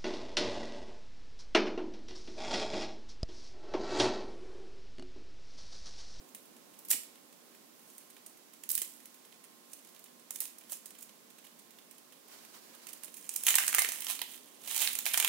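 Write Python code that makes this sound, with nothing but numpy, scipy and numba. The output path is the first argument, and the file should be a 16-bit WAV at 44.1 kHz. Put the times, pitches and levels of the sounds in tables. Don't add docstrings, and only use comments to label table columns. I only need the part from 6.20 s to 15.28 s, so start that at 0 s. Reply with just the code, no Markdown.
import sys
import numpy as np
from scipy import signal
from scipy.fft import rfft, irfft, next_fast_len
from scipy.io import wavfile
from scipy.ndimage import uniform_filter1d
from numba import njit

SR = 44100
rng = np.random.default_rng(int(sys.argv[2]) if len(sys.argv) > 2 else 0)


def file_out(sig):
    cols = np.atleast_2d(sig).T
    lim = np.clip(cols, -1, 1)
    pcm = np.round(lim * 32767).astype(np.int16)
    wavfile.write(sys.argv[1], SR, pcm)


N = 400428


def undb(db):
    return 10 ** (np.asarray(db) / 20)


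def shape(x, points):
    hz, db = np.transpose(points)
    size = next_fast_len(N)
    bin_hz = np.maximum(np.arange(size // 2 + 1) * SR / size, 1)
    gain = undb(np.interp(np.log(bin_hz), np.log(hz), db))
    return irfft(rfft(x, size) * gain, size)[..., :N]


def walk(rate_hz):
    hold = int(SR / rate_hz)
    return uniform_filter1d(np.repeat(rng.standard_normal(N // hold + 1), hold), hold)[:N]


@njit
def grains(n, at_sample, hz, cycles, gain):
    out = np.zeros(n)
    for g in range(len(at_sample)):
        first = int(np.ceil(at_sample[g]))
        damp = np.log(10.) * hz[g] / cycles[g]
        pole = (2j * np.pi * hz[g] - damp) / SR
        phasor = gain[g] * np.sqrt(4 * damp) * np.exp(pole * (first - at_sample[g]))
        step = np.exp(pole)
        for j in range(max(first, 0), min(n, first + int(3 * cycles[g] * SR / hz[g]))):
            out[j] += phasor.imag
            phasor *= step
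    return out


def air(noise_db=-59.5, split_hz=900, flicker_db=0.5, waver_db=1.5, common_share=0.25):
    # freq_hz, density_db
    spectrum = [(30, -59), (167, -6.5), (235, 1), (399, -3.5), (792, -7.5), (1030, -6.5), (2050, -8.5),
                (16000, -9.5)]
    # time_s, gain_db
    rumble_swell = [(0, 8), (2, 5), (6, 5), (9.08, 7)]
    # pitch_hz, level_db
    motor_tones = [(231.5, -80.5), (1061, -76)]
    t = np.arange(N) / SR
    noise = shape(rng.standard_normal((3, N)), spectrum)
    noise = noise * undb(noise_db) / noise.std()
    low = signal.sosfiltfilt(signal.butter(2, split_hz, fs=SR, output="sos"), noise)
    hiss = noise[:2] - low[:2]
    swell = undb(np.interp(t, *np.transpose(rumble_swell)))
    rumble = np.sqrt(1 - common_share) * low[:2] + np.sqrt(common_share) * low[2]
    rumble = rumble * swell * undb(flicker_db * walk(25))
    hum = 0
    for hz, db in motor_tones:
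        gain = (swell if hz < split_hz else 1) * undb(db + waver_db * walk(5.4))
        hum += gain * np.sin(2 * np.pi * hz * t + 0.28 * walk(2.4))
    return hiss + rumble + hum


def kitchen(x, tail_db=-33, onset_s=0.00012):
    # freq_hz, t60_s
    decay = [(500, 0.25), (4000, 0.42), (14000, 0.28)]
    hz, t60_s = np.transpose(decay)
    t = np.arange(SR // 2) / SR
    tail = 0
    for centre_hz in 250 * 2 ** np.arange(7):
        edges_hz = [centre_hz / np.sqrt(2), min(centre_hz * np.sqrt(2), .49 * SR)]
        band = signal.butter(2, edges_hz, "bandpass", fs=SR, output="sos")
        fall = np.exp(-np.log(1000) * t / np.interp(np.log(centre_hz), np.log(hz), t60_s))
        tail += signal.sosfilt(band, rng.standard_normal((2, len(t)))) * fall
    tail = tail * undb(tail_db) * (1 - np.exp(-t / onset_s))
    return x + signal.fftconvolve(x.mean(axis=0)[None], tail, axes=1)[:, :N]


def rustle(flicker_db=3.5):
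    # time_s, level_db
    envelope = [(6.0, -85), (6.1, -57), (6.4, -56), (6.901, -60)]
    # freq_hz, density_db
    spectrum = [(150, -10), (350, 2.5), (3500, -2.5), (4750, 0), (5600, -2.5), (12000, -4)]
    noise = shape(rng.standard_normal((2, N)), spectrum)
    level_db = np.interp(np.arange(N) / SR, *np.transpose(envelope), left=-150, right=-150)
    return noise / noise.std() * undb(level_db + flicker_db * walk(45))


def knocks(count=6, spread_s=0.00412, detune=0.43, cycles=3.0):
    # start_s, energy_db, pitch_hz
    landings = [(0.712, -73.5, 710), (0.743, -69, 295), (2.618, -77, 450), (4.108, -77, 1003),
                (4.219, -82, 780), (4.521, -76, 860)]
    start_s, energy_db, pitch_hz = np.transpose(landings)[:, :, None]
    late, tune = np.moveaxis(rng.random((len(start_s), count, 2)), 2, 0)
    at_sample = (start_s + spread_s * late).ravel() * SR
    ring_hz = (pitch_hz * np.exp(detune * (2 * tune - 1))).ravel()
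    gain = np.repeat(undb(energy_db), count) / np.sqrt(count)
    rings = grains(N, at_sample, ring_hz, np.full(len(gain), cycles), gain)
    low_cut = signal.butter(3, 200, "highpass", fs=SR, output="sos")
    return signal.sosfilt(low_cut, rings)


def fractures(at_s, energy_db, hollow_db, lag_samples=1.0, pan_db=1.0, retune=0.11, ring_scatter_db=5.0):
    # time_s, pitch_hz
    hollow_pitch = [(7.27, 2700), (7.42, 2330), (7.7, 2160), (7.9, 3030), (8.7, 3120), (8.9, 2540)]
    # time_s, left_minus_right_db
    hands_side = [(0.7, 0.5), (2.0, -0.5), (2.6, -3.5), (4.2, -3), (6.8, -11.5), (7.3, 0.6), (8.0, -6.5),
                  (9.0, -3.5)]
    shard_low_hz, shard_high_hz, open_hz_per_db = 4800, 16700, 198
    shard_cycles, hollow_cycles = 2.83, 2.8
    body_hz, body_share = 816, 0.12
    fineness, length, pick = rng.random((len(at_s), 3)).T
    detune, polarity, lag, pan, skew, strength = rng.standard_normal((len(at_s), 6)).T
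    low_hz = shard_low_hz - open_hz_per_db * np.clip(hollow_db, -30, 0)
    shard_hz = low_hz + (shard_high_hz - low_hz) * fineness
    hollow_hz = np.interp(at_s, *np.transpose(hollow_pitch))
    ring_hz = np.where(pick < body_share, body_hz, hollow_hz) * np.exp(0.2 * detune)
    ring_gain = undb(hollow_db + ring_scatter_db * np.clip(strength, -3, 2))
    side_db = np.interp(at_s, *np.transpose(hands_side)) + pan_db * pan
    thin = signal.butter(3, 3800, "highpass", fs=SR, output="sos")
    ports = []
    for side in (1, -1):
        at_sample = at_s * SR + side * lag_samples * lag
        gain = np.sign(polarity) * undb(energy_db + side * side_db / 2)
        tick_hz = np.clip(shard_hz * (1 + side * retune * skew), 500, .42 * SR)
        tick = grains(N, at_sample, tick_hz, shard_cycles * (.5 + length), gain)
        ring = grains(N, at_sample, ring_hz, hollow_cycles * (.5 + length), gain * ring_gain)
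        ports.append(signal.sosfilt(thin, tick) + ring)
    return np.array(ports)


def pressure_db(at_s, span_db=25):
    # peak_s, level_db, build_s, release_s
    squeezes = [(0.714, -20, 0.023, 0.044), (1.75, -56, 0.42, 0.23), (2.531, -37.5, 0.011, 0.3),
                (3.5, -58, .1, 0.65), (4.21, -27, 0.0091, 0.056), (4.533, -35.5, 0.051, 0.042),
                (7.285, -24.5, 0.051, 0.066), (7.41, -34.5, 0.5, 0.75), (7.62, -36.5, 0.27, 0.39),
                (7.903, -31.5, 0.065, 0.082), (8.15, -51, 0.38, 0.14), (8.505, -36.5, 0.03, 0.77),
                (8.645, -26.5, 0.21, 0.15), (8.87, -30, 0.023, 0.13), (9.051, -37, 0.63, 0.33)]
    peak_s, level_db, build_s, release_s = np.transpose(squeezes)[:, :, None]
    away = np.where(at_s < peak_s, (peak_s - at_s) / build_s, (at_s - peak_s) / release_s)
    power = undb(level_db - span_db * np.minimum(away, 6)) ** 2
    return 10 * np.log10(power.sum(axis=0))


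def grinding(count=30000, scatter_db=2.5, duty_db=-7.5):
    # time_s, ring_re_shards_db
    closing = [(2.4, -14.5), (7.3, -6.5), (7.9, -3.5), (8.5, -2.5), (8.7, -4.5)]
    at_s = rng.random(count) * N / SR
    patch_db = (2 * walk(200) + 2.5 * walk(30))[(at_s * SR).astype(int)]
    size_db = duty_db + patch_db + scatter_db * (np.minimum(rng.exponential(size=count), 4.5) - 1)
    energy_db = pressure_db(at_s) + size_db + 10 * np.log10(N / SR / count)
    return fractures(at_s, energy_db, np.interp(at_s, *np.transpose(closing)))


def crumbs(count=70, faint_db=-59.0, scatter_db=1.5, hollow_db=-2.5):
    when, size, hollow = rng.random((count, 3)).T
    level_db = faint_db - scatter_db * np.log(0.1 + size)
    return np.transpose([when * N / SR, level_db, hollow_db + 10 * (hollow - .5)])


def cracks(count=64, build_ms=1.05, fade_ms=1.6, scatter_db=4.5, main_db=5.0, trail_db=-5.0):
    # time_s, level_db, ring_re_shards_db
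    breaks = [(0.1497, -43, -12), (0.591, -49, -34), (0.6516, -46.5, -33), (0.687, -43, -33),
              (0.7055, -26, -25), (0.7135, -28, -8), (0.732, -30, -4.5), (1.7824, -47, -14),
              (1.9042, -53, -7), (1.9683, -56.5, 5.5), (2.065, -46, -11), (2.3375, -52.5, -9),
              (2.438, -44, -6), (2.492, -34, -42), (2.504, -30.5, -15), (2.516, -27.5, -44),
              (2.5535, -29, -19), (2.5793, -31, -10), (2.619, -31, -11.5), (2.8578, -48.5, -13),
              (2.946, -54.5, -5), (3.242, -54.5, -5), (3.535, -44.5, -11.5), (3.65, -54.5, -6),
              (3.794, -55, -11), (3.8423, -52, -7.5), (4.1083, -37.5, -13), (4.1484, -49, -21),
              (4.16, -39.5, -8.5), (4.1893, -50, -18), (4.2053, -30.5, -19), (4.255, -43, -7),
              (4.386, -49.5, -35), (4.498, -53, -4), (4.522, -37.5, -19), (4.6596, -44, -12),
              (4.7075, -51, -7), (4.7883, -51.5, -7), (4.81, -51.5, -20), (4.827, -45.5, -10.5),
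              (5.714, -53.5, -8), (6.671, -48.5, -4), (6.6912, -47.5, -5), (6.733, -46.5, -9.5),
              (6.836, -45, -5.5), (6.8467, -45.5, -17), (6.9433, -48, -10), (6.97, -47, -11),
              (7.0934, -36, -13), (7.14, -41, -19), (7.1627, -30, -14.5), (7.237, -34.5, -10),
              (7.2683, -23.5, -5.5), (7.2727, -29, -3), (7.2839, -25.5, 2), (7.289, -23, -9),
              (7.3062, -25, -5), (7.3427, -31.5, 2), (7.3559, -19, -16), (7.3604, -32, 3),
              (7.3858, -23, -1), (7.4215, -41, 4), (7.4371, -40.5, 8), (7.467, -34.5, -15),
              (7.4805, -26.5, -5), (7.491, -32.5, -2), (7.5294, -35.5, 2), (7.542, -40, 12.5),
              (7.5487, -21.5, -7), (7.5845, -26, 3), (7.5914, -25.5, -0.5), (7.5952, -25.5, -19),
              (7.621, -27.5, -2.5), (7.6484, -32.5, 5.5), (7.69, -32.5, -5), (7.721, -36, -2.5),
              (7.807, -38, -40), (7.8228, -40.5, 0), (7.8469, -39.5, -13), (7.869, -37.5, -2),
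              (7.893, -43, 4), (7.911, -38, -1), (7.9926, -44.5, 1), (8.018, -35.5, 2), (8.477, -40, -3),
              (8.547, -38, -2), (8.564, -32, -11.5), (8.58, -31.5, -6), (8.606, -33.5, -8),
              (8.6749, -33.5, 4), (8.7325, -36, -33), (8.754, -33, -2.5), (8.7894, -32, -5),
              (8.857, -32, -5), (8.8649, -32.5, 6.5), (8.9379, -29, -7), (8.943, -31, 5), (8.9762, -24, -4),
              (9.0006, -28.5, -0.5), (9.0032, -28, 1), (9.027, -32.5, 2.5), (9.0481, -26.5, 0.5),
              (9.0774, -32.5, -1)]
    time_s, level_db, hollow_db = np.transpose(np.vstack([breaks, crumbs()]))[:, :, None]
    hard_db = .3 * np.minimum(level_db + 33, 0)
    stretch = np.exp(.3 * rng.standard_normal(time_s.shape)) / np.sqrt(undb(hard_db))
    late, early, size = np.moveaxis(rng.exponential(size=(len(time_s), count, 3)), 2, 0)
    main = np.arange(count) < 5
    trail = np.arange(count) >= 48
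    offset_ms = stretch * (fade_ms * late - build_ms * np.minimum(early, 2))
    offset_ms = np.where(main, offset_ms / 5, offset_ms) - .5
    offset_ms = np.where(trail, 10 * fade_ms * late, offset_ms)
    share = undb(scatter_db * np.minimum(size, 2) + (main_db + hard_db) * main + trail_db * trail)
    share = share / np.sqrt(np.sum(share ** 2, axis=1, keepdims=True))
    energy_db = level_db + 10 * np.log10(.005) + 20 * np.log10(share)
    return fractures((time_s + offset_ms / 1000).ravel(), energy_db.ravel(), np.repeat(hollow_db, count))


def scene():
    # freq_hz, gain_db
    radiation = [(150, -24.5), (1000, -10.5), (2300, -5.5), (4500, -2), (6000, 0.5), (8500, 3), (15000, 3)]
    snack = shape(cracks() + grinding(), radiation)
    return kitchen(snack) + knocks() + rustle() + air()


def record(dry):
    # freq_hz, left_minus_right_db
    balance = [(60, -1), (400, -5), (8000, -6), (15000, -4)]
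    bottom_hz, top_hz = 60, 15780
    ports = np.array([shape(channel, [(hz, side * db / 2) for hz, db in balance])
                      for channel, side in zip(dry, (1, -1))])
    ports = signal.sosfilt(signal.butter(1, bottom_hz, "highpass", fs=SR, output="sos"), ports)
    return signal.sosfilt(signal.ellip(12, .3, 75, top_hz, fs=SR, output="sos"), ports)


dry = scene()
out = record(dry)
file_out(out)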